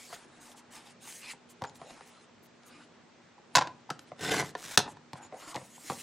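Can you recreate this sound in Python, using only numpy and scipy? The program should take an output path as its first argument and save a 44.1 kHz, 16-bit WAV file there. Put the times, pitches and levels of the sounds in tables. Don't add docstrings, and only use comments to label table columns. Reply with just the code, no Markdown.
import sys
import numpy as np
from scipy import signal
from scipy.fft import rfft, irfft, next_fast_len
from scipy.io import wavfile
from scipy.ndimage import uniform_filter1d, map_coordinates

SR = 44100
rng = np.random.default_rng(int(sys.argv[2]) if len(sys.argv) > 2 else 0)


def how_loud(loudness_db):
    steps = np.asarray(loudness_db, float) / 20
    return 10 ** steps


def digitize_waveform(pressure):
    field = np.atleast_2d(pressure).T
    bounded = np.clip(field, -1, 1)
    quanta = np.round(bounded * 32767).astype(np.int16)
    wavfile.write(sys.argv[1], SR, quanta)


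N = 265570

# pitch in Hz, level in dB per Hz.
AIR_SPECTRUM = [(12, -50.5), (40, -45), (80, -23.5), (120, -17.5), (176, -14), (205, -18), (240, -8.5),
                (265, -18), (341, -15), (650, -19), (1800, -25), (6800, -35), (9000, -43), (16000, -52)]
# pitch in Hz, likeness from 0 to 1.
AIR_LIKENESS = [(30, .3), (110, 0.72), (240, 0.79), (400, 0.46), (2000, 0.71), (8000, 0.16)]
# pitch in Hz, level in dB.
HUM = [(241, -68)]

# start in seconds, length in seconds, hiss in dB,
# swell to the end in dB, pressure on the fence in dB.
CARD_SLIDES = [(-0.02, 0.17, -55, 1, -1), (0.13, 0.13, -53, -12.5, 0), (0.27, 0.12, -74.5, 8, 2.5),
               (0.405, .13, -58, -0.5, -2.5), (0.565, 0.038, -56.5, 1, -2), (0.715, 0.048, -54.5, -5, -1.5),
               (0.755, 0.14, -54, -23, 4), (0.86, 0.067, -59.5, -4, 0.5), (1.01, 0.055, -60, 6.5, -2.5),
               (1.07, .15, -48.5, -1.5, -4.5), (1.22, 0.1, -56.5, 3, 8), (1.285, .047, -55, 4, 1),
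               (1.498, 0.033, -54.5, -8, -8), (1.752, 0.033, -58, -9, -8), (1.79, 0.12, -67, 6.5, 1.5),
               (1.905, 0.35, -63.5, -7.5, 4), (2.43, 0.046, -66, -7, -19), (2.655, 0.035, -61, 2, -9),
               (2.693, 0.16, -67, -3, 6.5), (2.062, 0.038, -70, -1, -17), (3.93, 0.037, -68, -4, -5),
                (4.005, .035, -73.5, 0, -18), (4.07, 0.032, -68, -3.5, 8), (3.523, 0.033, -73.5, 18.5, 1),
                (4.886, 0.043, -55, -2.5, -4), (5.167, 0.028, -59, -8, 2.5), (5.22, .055, -59.5, -7, 1),
                (5.325, 0.081, -73.5, 19, -5), (5.398, 0.09, -59.5, 3.5, 1), (5.486, 0.04, -53.5, 5, 0.3),
                (5.53, 0.24, -60.5, 1.5, -3.5), (5.764, 0.12, -60.5, 14, -5),
                (5.884, 0.27, -47, -5.5, -3.5)]
# start in seconds, length in seconds, scuff in dB, swell to the end in dB.
PALM_RUBS = [(-0.02, 0.043, -48.5, -15), (0.1, .16, -51, -6.5), (0.26, .3, -61.5, 3),
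             (0.58, 0.034, -53.5, -2), (0.62, 0.1, -61.5, 1), (0.73, 0.18, -55.5, -8.5),
             (1.03, 0.11, -60, 0), (1.23, 0.1, -61, 8), (1.74, 0.28, -65.5, 9.5), (2.04, 0.25, -61.5, -11),
             (2.63, 0.2, -64, 7), (2.9, 0.11, -70, 5), (3.53, 0.024, -60, 5.5), (4.86, 0.086, -45.5, -14),
             (5.17, 0.14, -53.5, -9), (5.31, .22, -61.5, 15), (5.53, 0.18, -54, -16),
             (5.8, 0.12, -64.5, 10)]
# pitch in Hz, level in dB per Hz.
HISS_SPECTRUM = [(2650, -46), (4500, -9.5), (6700, 5), (9770, 1), (11700, -10), (15100, -14.5),
                 (16000, -28)]
# pitch in Hz, level in dB per Hz.
DRAG_SPECTRUM = [(880, -23.5), (1500, -12.5), (1870, -6.5), (2710, -6.5), (2960, -7), (5500, -11.5),
                 (7150, -48), (12100, -120)]
# pitch in Hz, level in dB per Hz.
SCUFF_SPECTRUM = [(180, -14), (300, 1.5), (447, -9.5), (484, -9), (840, 0.5), (1680, -7), (2500, -15.5),
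                  (3250, -66), (5500, -120)]
# pitch in Hz, level in dB per Hz.
SKIM_SPECTRUM = [(7000, -36.5), (11500, 4.5), (16000, -2)]

# time in
# seconds, click peak in dB, ring over the click in dB, pitch in Hz.
TICKS = [(0.1277, -46, 8, 680), (0.5174, -45, -12, 756), (0.736, -43, -12, 1020), (1.0744, -38, -10, 895),
         (1.1245, -37, -24, 1000), (1.509, -54, -30, 996), (1.6455, -42.5, 10, 1520),
         (1.651, -38, -1.5, 930), (1.6958, -42.5, -20, 900), (5.5505, -41, -9.5, 820),
         (2.438, -61, -25, 1000), (2.46, -55, -25, 1000), (1.6135, -55, 8, 860), (1.6391, -29, -4.5, 850),
         (1.672, -55, 10, 880), (1.756, -43.5, -20, 840), (2.0085, -46, 1.5, 762), (2.0747, -49, -8, 1050),
         (2.6338, -47.5, -18, 910), (2.6728, -50, -26, 496), (3.3804, -66.5, 16, 810),
         (3.892, -58, 20, 900), (3.9028, -22.5, -8.5, 1435), (3.9925, -34, -14, 1420),
         (5.5443, -31.5, -8, 837)]
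# time in seconds, click peak in dB,
# ring over the click in dB, pitch in Hz.
TAPS = [(1.3344, -50, 3.5, 830), (1.6198, -33.5, 4.5, 990), (1.8158, -47.5, 6.5, 643),
        (1.9051, -43.5, -4, 696), (3.9058, -31.5, 4, 1400), (4.118, -56.5, 21, 613),
        (5.1323, -31.5, -5.5, 990), (5.155, -55.5, 14, 1010), (5.2491, -45.5, -3.5, 797),
        (5.3244, -53, 12.5, 602), (5.3444, -52, 5.5, 520), (5.5587, -26.5, -11.5, 510),
        (5.5525, -50, 19.5, 824), (5.5655, -39, 5, 2000), (5.575, -46.5, 9.5, 610),
        (5.6144, -53.5, 7.5, 516), (5.779, -58, 9, 910), (5.8992, -29.5, 3, 1154), (5.9055, -37, 6, 850),
        (5.9197, -37.5, 2.5, 517)]
# pitch in Hz, width in Hz, level in dB.
BASE_RING = [(411.4, 8.7, -3), (513, 42, -4.5), (751, 102, -1), (905, 90, -4), (1057, 310, -9),
             (1400, 150, -12), (1995, 240, -16)]
# pitch in Hz, width in Hz, level in dB.
BASE_CLICK = [(2500, 900, -3), (3500, 800, -2), (4300, 900, 0), (5300, 900, -1), (6500, 1100, -3),
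              (8400, 1500, -7)]
# pitch in Hz, width in Hz, level in dB.
TABLE_THUD = [(90, 32, -11.5), (142, 29, 0), (185, 34.7, -3.5), (298, 87, -5.5)]

# start in seconds, length in seconds, pitch in Hz, peak in dB.
SQUEAKS = [
    (2.68, .14, 1220, -61),
    (2.69, .13, 2450, -65),
    (2.74, .13, 298, -60),
    (2.13, .09, 4080, -65),
    (1.668, .011, 7000, -50),
    (1.68, .005, 7000, -53),
    (1.689, .004, 6900, -55),
    (1.672, .016, 5200, -59),
    (5.22, .05, 7000, -52),
]
# time in seconds, pitch in Hz, level in dB.
GAP_TRACKS = [
    [(1.81, 553, -52), (1.9, 744, -57), (2.0, 948, -84), (2.2, 1246, -59)],
    [(5.33, 560, -32), (5.36, 700, -53.5), (5.4, 800, -55.5), (5.45, 1100, -62), (5.5, 1200, -56),
     (5.545, 1216, -50)],
]

# time in seconds, click peak in dB,
# ring over the click in dB, thud over the click in dB.
ARM_RATTLE = [
    (3.5522, -11, -7, -33),
    (3.557, -8, -15.5, -27.5),
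    (3.5656, -13.5, -11.5, -14),
    (3.571, -13.5, -4, -44),
    (3.582, -19.5, -0.5, -42),
    (3.588, -22, -5.5, -7),
    (3.611, -28.5, 0, -27),
    (3.6146, -46.5, 19, -25),
    (3.6213, -29.5, 0.5, -9.5),
    (3.6724, -35.5, -2.5, -7),
]
# pitch in Hz, width in Hz, level in dB.
ARM_RING = [(850, 60, -3), (950, 60, -2), (1014, 60, 1.5), (1200, 200, -9), (1440, 170, -3), (436, 40, -14)]
# pitch in Hz, width in Hz, level in dB.
ARM_CLICK = [(2645, 38, 0.5), (3500, 160, -20), (3770, 250, -11), (5450, 1400, 10), (6360, 430, 1.5),
             (7150, 360, 10)]

# start in seconds, length in seconds, rasp in dB,
# swell to the end in dB, load on the rail in dB.
CARRIAGE_RUNS = [
    (4.16, 0.049, -74.5, 20, 7),
    (4.213, .076, -43, 4, 5.5),
    (4.289, 0.131, -38.5, 0.9, 6.5),
    (4.43, 0.083, -51, -6, -3),
    (4.57, .06, -58.5, 8, -7.5),
    (4.63, 0.13, -50, 3, -5),
]
# time in seconds, click peak in dB, ring over the click in dB,
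# thud over the click in dB, pitch in Hz.
CARRIAGE_STOPS = [
    (4.2105, -29.5, -15, -6, 1470),
    (4.4257, -35.5, 5.5, 3, 716),
    (4.5518, -32.5, 6, -9, 715),
    (4.7749, -1, -13, -26, 1500),
    (4.7764, -3, -14, -26, 750),
    (4.7904, -14, -17, -20, 430),
    (4.801, -43.5, 14, -12.5, 908),
    (4.8773, -46, 8.5, -2, 887),
    (4.9697, -48, 0, -10, 974),
]
# pitch in Hz, level in dB per Hz.
RASP_SPECTRUM = [(1060, -15.5), (1800, -9.5), (2620, -19.5), (3640, -9), (4410, -12.5), (5200, -10),
                 (7630, -9.5), (16000, -26.5)]
# pitch in Hz, width in Hz, level in dB.
RAIL_NEAR = [(431, 50, -1), (740, 60, 1), (1020, 50, -17), (1520, 71, 3.5), (1810, 36, -4.5),
             (2000, 90, -1.5)]
# pitch in Hz, width in Hz, level in dB.
RAIL_FAR = [(425, 71, -3), (781, 170, 0), (1050, 75, -6), (1580, 140, 2), (1710, 40, -4), (2017, 160, 0)]
# pitch in Hz, width in Hz, level in dB.
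BLADE_NEAR = [(2770, 190, 9), (3650, 90, 6), (4070, 99, 0.5), (5200, 200, 2), (5460, 70, 1),
              (6800, 91, -0.5), (7600, 90, -1), (7950, 60, -7.5), (9300, 150, -3)]
# pitch in Hz, width in Hz, level in dB.
BLADE_FAR = [(3050, 180, 6), (3610, 90, -5), (4130, 110, 0.5), (5060, 120, -1), (5870, 110, 0.5),
             (6890, 80, -4.5), (7500, 80, -3), (8260, 75, -7.5), (9980, 140, 1)]
CROSSING_S = (4.27, 4.36)
# pitch in Hz, width in Hz, level in dB.
LID_RING = [(729, 65, 0), (554, 60, -6.5), (1040, 100, -5), (1414, 33, -8.5), (1760, 120, -6),
            (936, 45, -5), (420, 52, -4.5)]
# pitch in Hz, width in Hz, level in dB.
SNAP_CLICK = [(1800, 600, -5), (3400, 600, -2), (4000, 600, 0), (5100, 600, 2), (5800, 700, 4),
              (6900, 900, 1), (8600, 1200, -3)]

# pitch in Hz, time to fade by 60 dB in seconds.
ROOM_FADE = [(150, 0.59), (1000, 0.28), (4000, 0.22), (12000, 0.12)]
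# pitch in Hz, level in dB.
EAR_DIFFERENCE = [(60, -20), (200, -23.5), (700, -27.5), (1300, -28), (2400, -18.5), (4400, -16),
                  (9000, -14), (15000, -18.5)]
SILENCE_S = (4.7655, 4.7712)
# pitch in Hz, limit in dB, limit under the loudest band in dB.
MUTE_LIMITS = [(7000, -125, -70), (8500, -106, -60), (10370, -102, -41), (11800, -99, -30.5),
               (13500, -99, -28), (16200, -103, -24)]


def unit(x):
    return x / np.sqrt(np.mean(x ** 2) + 1e-20)


def along(points, hz):
    f, v = np.transpose(points)
    return np.interp(np.log(hz + 1), np.log(f + 1), v)


def wobble(rate, count=N):
    knots = rng.standard_normal(int(count * rate / SR) + 4)
    return map_coordinates(knots, [np.arange(count) * rate / SR])


def filtered(x, response):
    m = next_fast_len(x.shape[-1] + 4096)
    spectrum = rfft(x, m) * response(np.fft.rfftfreq(m, 1 / SR))
    return irfft(spectrum, m)[..., :x.shape[-1]]


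def modes(table):
    def response(f):
        return sum((-1) ** k * how_loud(db) * 1j * f * width / (hz * hz - f * f + 1j * f * width)
                   for k, (hz, width, db) in enumerate(table))
    return response


def colour(spectrum):
    return lambda f: how_loud(along(spectrum, f))


def fibres(grit_db, patchy_db):
    grit = rng.standard_normal(N) * how_loud(grit_db * wobble(900))
    z = signal.stft(grit, nperseg=512)[2]
    patches = uniform_filter1d(rng.standard_normal(z.shape), size=6, axis=0)
    patches = uniform_filter1d(patches, size=8, axis=1)
    return signal.istft(z * how_loud(patchy_db * unit(patches)), nperseg=512)[1][:N]


def strokes(rows, start_s, stop_s, shares):
    t = np.arange(N) / SR
    gains = np.zeros((len(shares), N))
    for s, length, db, swell_db, *lean_db in rows:
        fade = np.clip(np.minimum((t - s) / start_s, (s + length - t) / stop_s) + 0.5, 0, 1)
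        swell = how_loud(db + swell_db * np.clip((t - s) / length, 0, 1))
        gains += fade * swell * how_loud(np.multiply(shares, sum(lean_db)))[:, None]
    return gains


def even(burst):
    z = rfft(burst)
    flat = irfft(z / uniform_filter1d(np.abs(z), size=160), len(burst))
    return flat * (np.arange(len(burst)) < len(burst) - 300)


def knocks(events, body, click, wide_db, click_db, body_db, thud_db, linger, blow):
    out, t = np.zeros(N + SR), np.arange(SR // 7) / SR

    def peaked(x):
        return x / np.max(np.abs(x))

    def wide(f, hz):
        return (1j * f / hz) / (1 + 1j * f / hz) ** 2

    for s, db, rel_body_db, rel_thud_db, contact_s, hz in events:
        decay = np.clip(contact_s, 0.0004, 0.03)
        burst = rng.standard_normal((3, len(t))) * np.exp(-t / decay * [[3.2], [1 / linger], [1.6]])
        burst[:2] += 0.12 * rng.standard_normal((2, len(t))) * np.exp(-t / 0.011)
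        burst[0] = even(burst[0])
        burst *= 1 - np.exp(-t / 0.00038)
        burst[:2, 2] += [0.6, blow]

        ring = body + [(hz, 0.14 * hz, 3.5)]
        edge_hz = np.clip(5500 * how_loud(-0.3 * rel_body_db), 2500, 9000)

        def click_response(f):
            dull = 1 / (1 + 1j * f / edge_hz) ** 4
            return dull * (modes(click)(f) + how_loud(wide_db) * wide(f, 5480) ** 2 * 2)

        def body_response(f):
            return modes(ring)(f) / (1 + 1j * f / 2600) + 0.5 * wide(f, 800) ** 2 / (1 + 1j * f / 2500)

        hit = how_loud(click_db) * peaked(filtered(burst[0], click_response))
        hit += how_loud(rel_body_db + body_db) * peaked(filtered(burst[1], body_response))
        hit += how_loud(rel_thud_db + thud_db) * peaked(filtered(burst[2], modes(TABLE_THUD)))
        out[round(s * SR):][:len(t)] += how_loud(db) * hit
    return out[:N]


def narrow(tracks, width):
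    out = np.zeros(N)
    for rows in tracks:
        s, hz, db = np.transpose(rows)
        first = round(s[0] * SR)
        t = np.arange(first, round(s[-1] * SR)) / SR
        phase = 2 * np.pi * np.cumsum(np.interp(t, s, hz)) / SR
        a, b = (wobble(width * np.mean(hz), count=len(t)) for _ in range(2))
        gain = signal.windows.tukey(len(t), 0.15) * how_loud(np.interp(t, s, db))
        out[first:][:len(t)] += gain * (a * np.cos(phase) + b * np.sin(phase))
    return out


def air():
    def split(f):
        turn = np.arccos(np.clip(along(AIR_LIKENESS, f), -1, 1)) / 2
        return colour(AIR_SPECTRUM)(f) * [np.cos(turn), np.sin(turn)]

    noise = np.array([fibres(grit_db=0, patchy_db=0.87) for _ in range(2)])
    mid, side = filtered(noise, split)
    t = np.arange(N) / SR
    hum = sum(how_loud(db + 2 + 1.5 * wobble(6)) * np.sin(2 * np.pi * hz * t + 0.31 * wobble(4.9))
              for hz, db in HUM)
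    level_db = -59.5 + 0.3 + 0.45 * wobble(3.7)
    return how_loud(level_db) * unit(np.array([mid + side, mid - side])) + hum


def card():
    start_s, stop_s = 0.026, 0.018
    hiss, drag, skim = strokes(CARD_SLIDES, start_s, stop_s, [0, 1, -0.99])
    scuff, = strokes(PALM_RUBS, start_s, stop_s, [0])
    grip = how_loud(1.36 * wobble(45))

    def rub(spectrum, patchy_db):
        return unit(grip * filtered(fibres(grit_db=1.5, patchy_db=patchy_db), colour(spectrum)))

    out = how_loud(-2.3) * hiss * rub(HISS_SPECTRUM, patchy_db=3.0)
    out += how_loud(-2.1) * drag * rub(DRAG_SPECTRUM, patchy_db=3.0)
    out += how_loud(-2.5) * scuff * rub(SCUFF_SPECTRUM, patchy_db=4.0)
    out += how_loud(-18) * skim * rub(SKIM_SPECTRUM, patchy_db=3.0)
    return out


def hands():
    events = []
    for rows, thud_db, contact_s in [(TICKS, -16, 0.006), (TAPS, -5, 0.007)]:
        for s, db, ring_db, hz in rows:
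            events.append((s, db, ring_db, thud_db + 0.65 * ring_db, contact_s, hz))
    return knocks(events, BASE_RING, BASE_CLICK, wide_db=27, click_db=-2.0, body_db=3.5, thud_db=0.0,
                  linger=1.0, blow=18)


def hinge():
    edge_db = -7.5
    squeaks = [[(s, hz, db + edge_db), (s + length / 2, hz, db), (s + length, hz, db + edge_db)]
               for s, length, hz, db in SQUEAKS]
    return narrow(GAP_TRACKS, width=0.5) + 0.8 * narrow(squeaks, width=0.06)


def arm():
    contact_s, ring_hz = 0.0067, 990
    events = [(*row, contact_s, ring_hz) for row in ARM_RATTLE]
    return knocks(events, ARM_RING, ARM_CLICK, wide_db=11, click_db=-0.5, body_db=6.5, thud_db=-3.0,
                  linger=0.76, blow=6.5)


def carriage():
    edge_s = 0.014
    rasp, rail, rumble = strokes(CARRIAGE_RUNS, edge_s, edge_s, [0, 1, 0.91])
    tear = fibres(grit_db=3.6, patchy_db=1.2) * how_loud(1.5 * wobble(70))
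    t = np.arange(N) / SR
    cutting = t < 4.44
    far = np.interp(t, CROSSING_S, [0, 1])

    def moving(near_part, far_part):
        return (1 - far) * unit(near_part) + far * unit(far_part)

    def singing(table):
        return filtered(tear, lambda f: colour(RASP_SPECTRUM)(f) * (1 + 2.1 * abs(modes(table)(f))))

    sing = moving(singing(BLADE_NEAR), singing(BLADE_FAR))
    blade = np.where(cutting, sing, unit(filtered(tear, colour(RASP_SPECTRUM))))
    wide = unit(filtered(tear, modes([(1090, 2000, 0)])))
    rail_ring = moving(filtered(tear, modes(RAIL_NEAR)), filtered(tear, modes(RAIL_FAR)))
    shake = np.where(cutting, rail_ring + 0.4 * wide, wide)
    low = unit(filtered(rng.standard_normal(N), lambda f: modes(TABLE_THUD)(f) * f / (f + 60)))

    contact_s = 0.006
    events = [(*row[:-1], contact_s, row[-1]) for row in CARRIAGE_STOPS]
    stops = knocks(events, LID_RING, SNAP_CLICK, wide_db=14, click_db=-2.0, body_db=4.5, thud_db=0.0,
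                   linger=0.63, blow=23)
    return rasp * blade + how_loud(-0.1) * rail * shake + how_loud(-8.5) * rumble * low + stops


def ports(x):
    scatter = rng.standard_normal(900) * np.exp(-np.arange(900) / 200)
    scattered = signal.fftconvolve(x, scatter / np.linalg.norm(scatter))[:N]
    side = filtered(scattered, colour(EAR_DIFFERENCE))
    return np.array([x * how_loud(1.0) + side, x * how_loud(0.92) - side])


def room(x):
    out, step = np.zeros((2, N + SR)), SR // 2
    for i in range(0, N, step):
        hz, t, z = signal.stft(rng.standard_normal((2, SR // 2)), SR, nperseg=256)
        fade = how_loud(-60 * t / along(ROOM_FADE, hz)[:, None])
        tail = signal.istft(z * fade, SR, nperseg=256)[1]
        tail = tail[0] + 0.14 * tail[1] * [[1], [-1]]
        wet = signal.fftconvolve(x[None, i:i + step], tail / np.linalg.norm(tail[0]), axes=1)
        out[:, i + 200:i + 200 + wet.shape[1]] += wet
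    return out[:, :N]


def muted(x):
    hz, _, z = signal.stft(x, SR, nperseg=2048)
    power = np.abs(z[:, :-1].mean(0)) ** 2
    band = np.repeat(power.reshape(-1, 32, power.shape[-1]).mean(1), 32, axis=0)
    faint, masked = (how_loud(2 * along([(row[0], row[k]) for row in MUTE_LIMITS], hz[:-1]))[:, None]
                     for k in (1, 2))
    loudest = band.max(0)
    loudest = np.minimum(loudest, np.roll(loudest, 2))
    z[:, :-1] *= band > np.maximum(faint, masked * loudest)
    return signal.istft(z, SR, nperseg=2048)[1][:, :N]


def scene():
    near = card() + hands() + hinge() + arm() + carriage()
    return ports(near) + how_loud(-13.0) * room(near) + air()


def band_limit(x):
    return signal.sosfilt(signal.butter(12, 16820, fs=SR, output="sos"), x)


def record(dry):
    t = np.arange(N) / SR
    outside_s = np.maximum(SILENCE_S[0] - t, t - SILENCE_S[1])
    kept = np.clip(outside_s / 0.0008 + 0.5, 0, 1)
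    limited = filtered(dry * kept, lambda f: f < 15900)
    return band_limit(muted(limited))


dry = scene()
out = record(dry)
digitize_waveform(out)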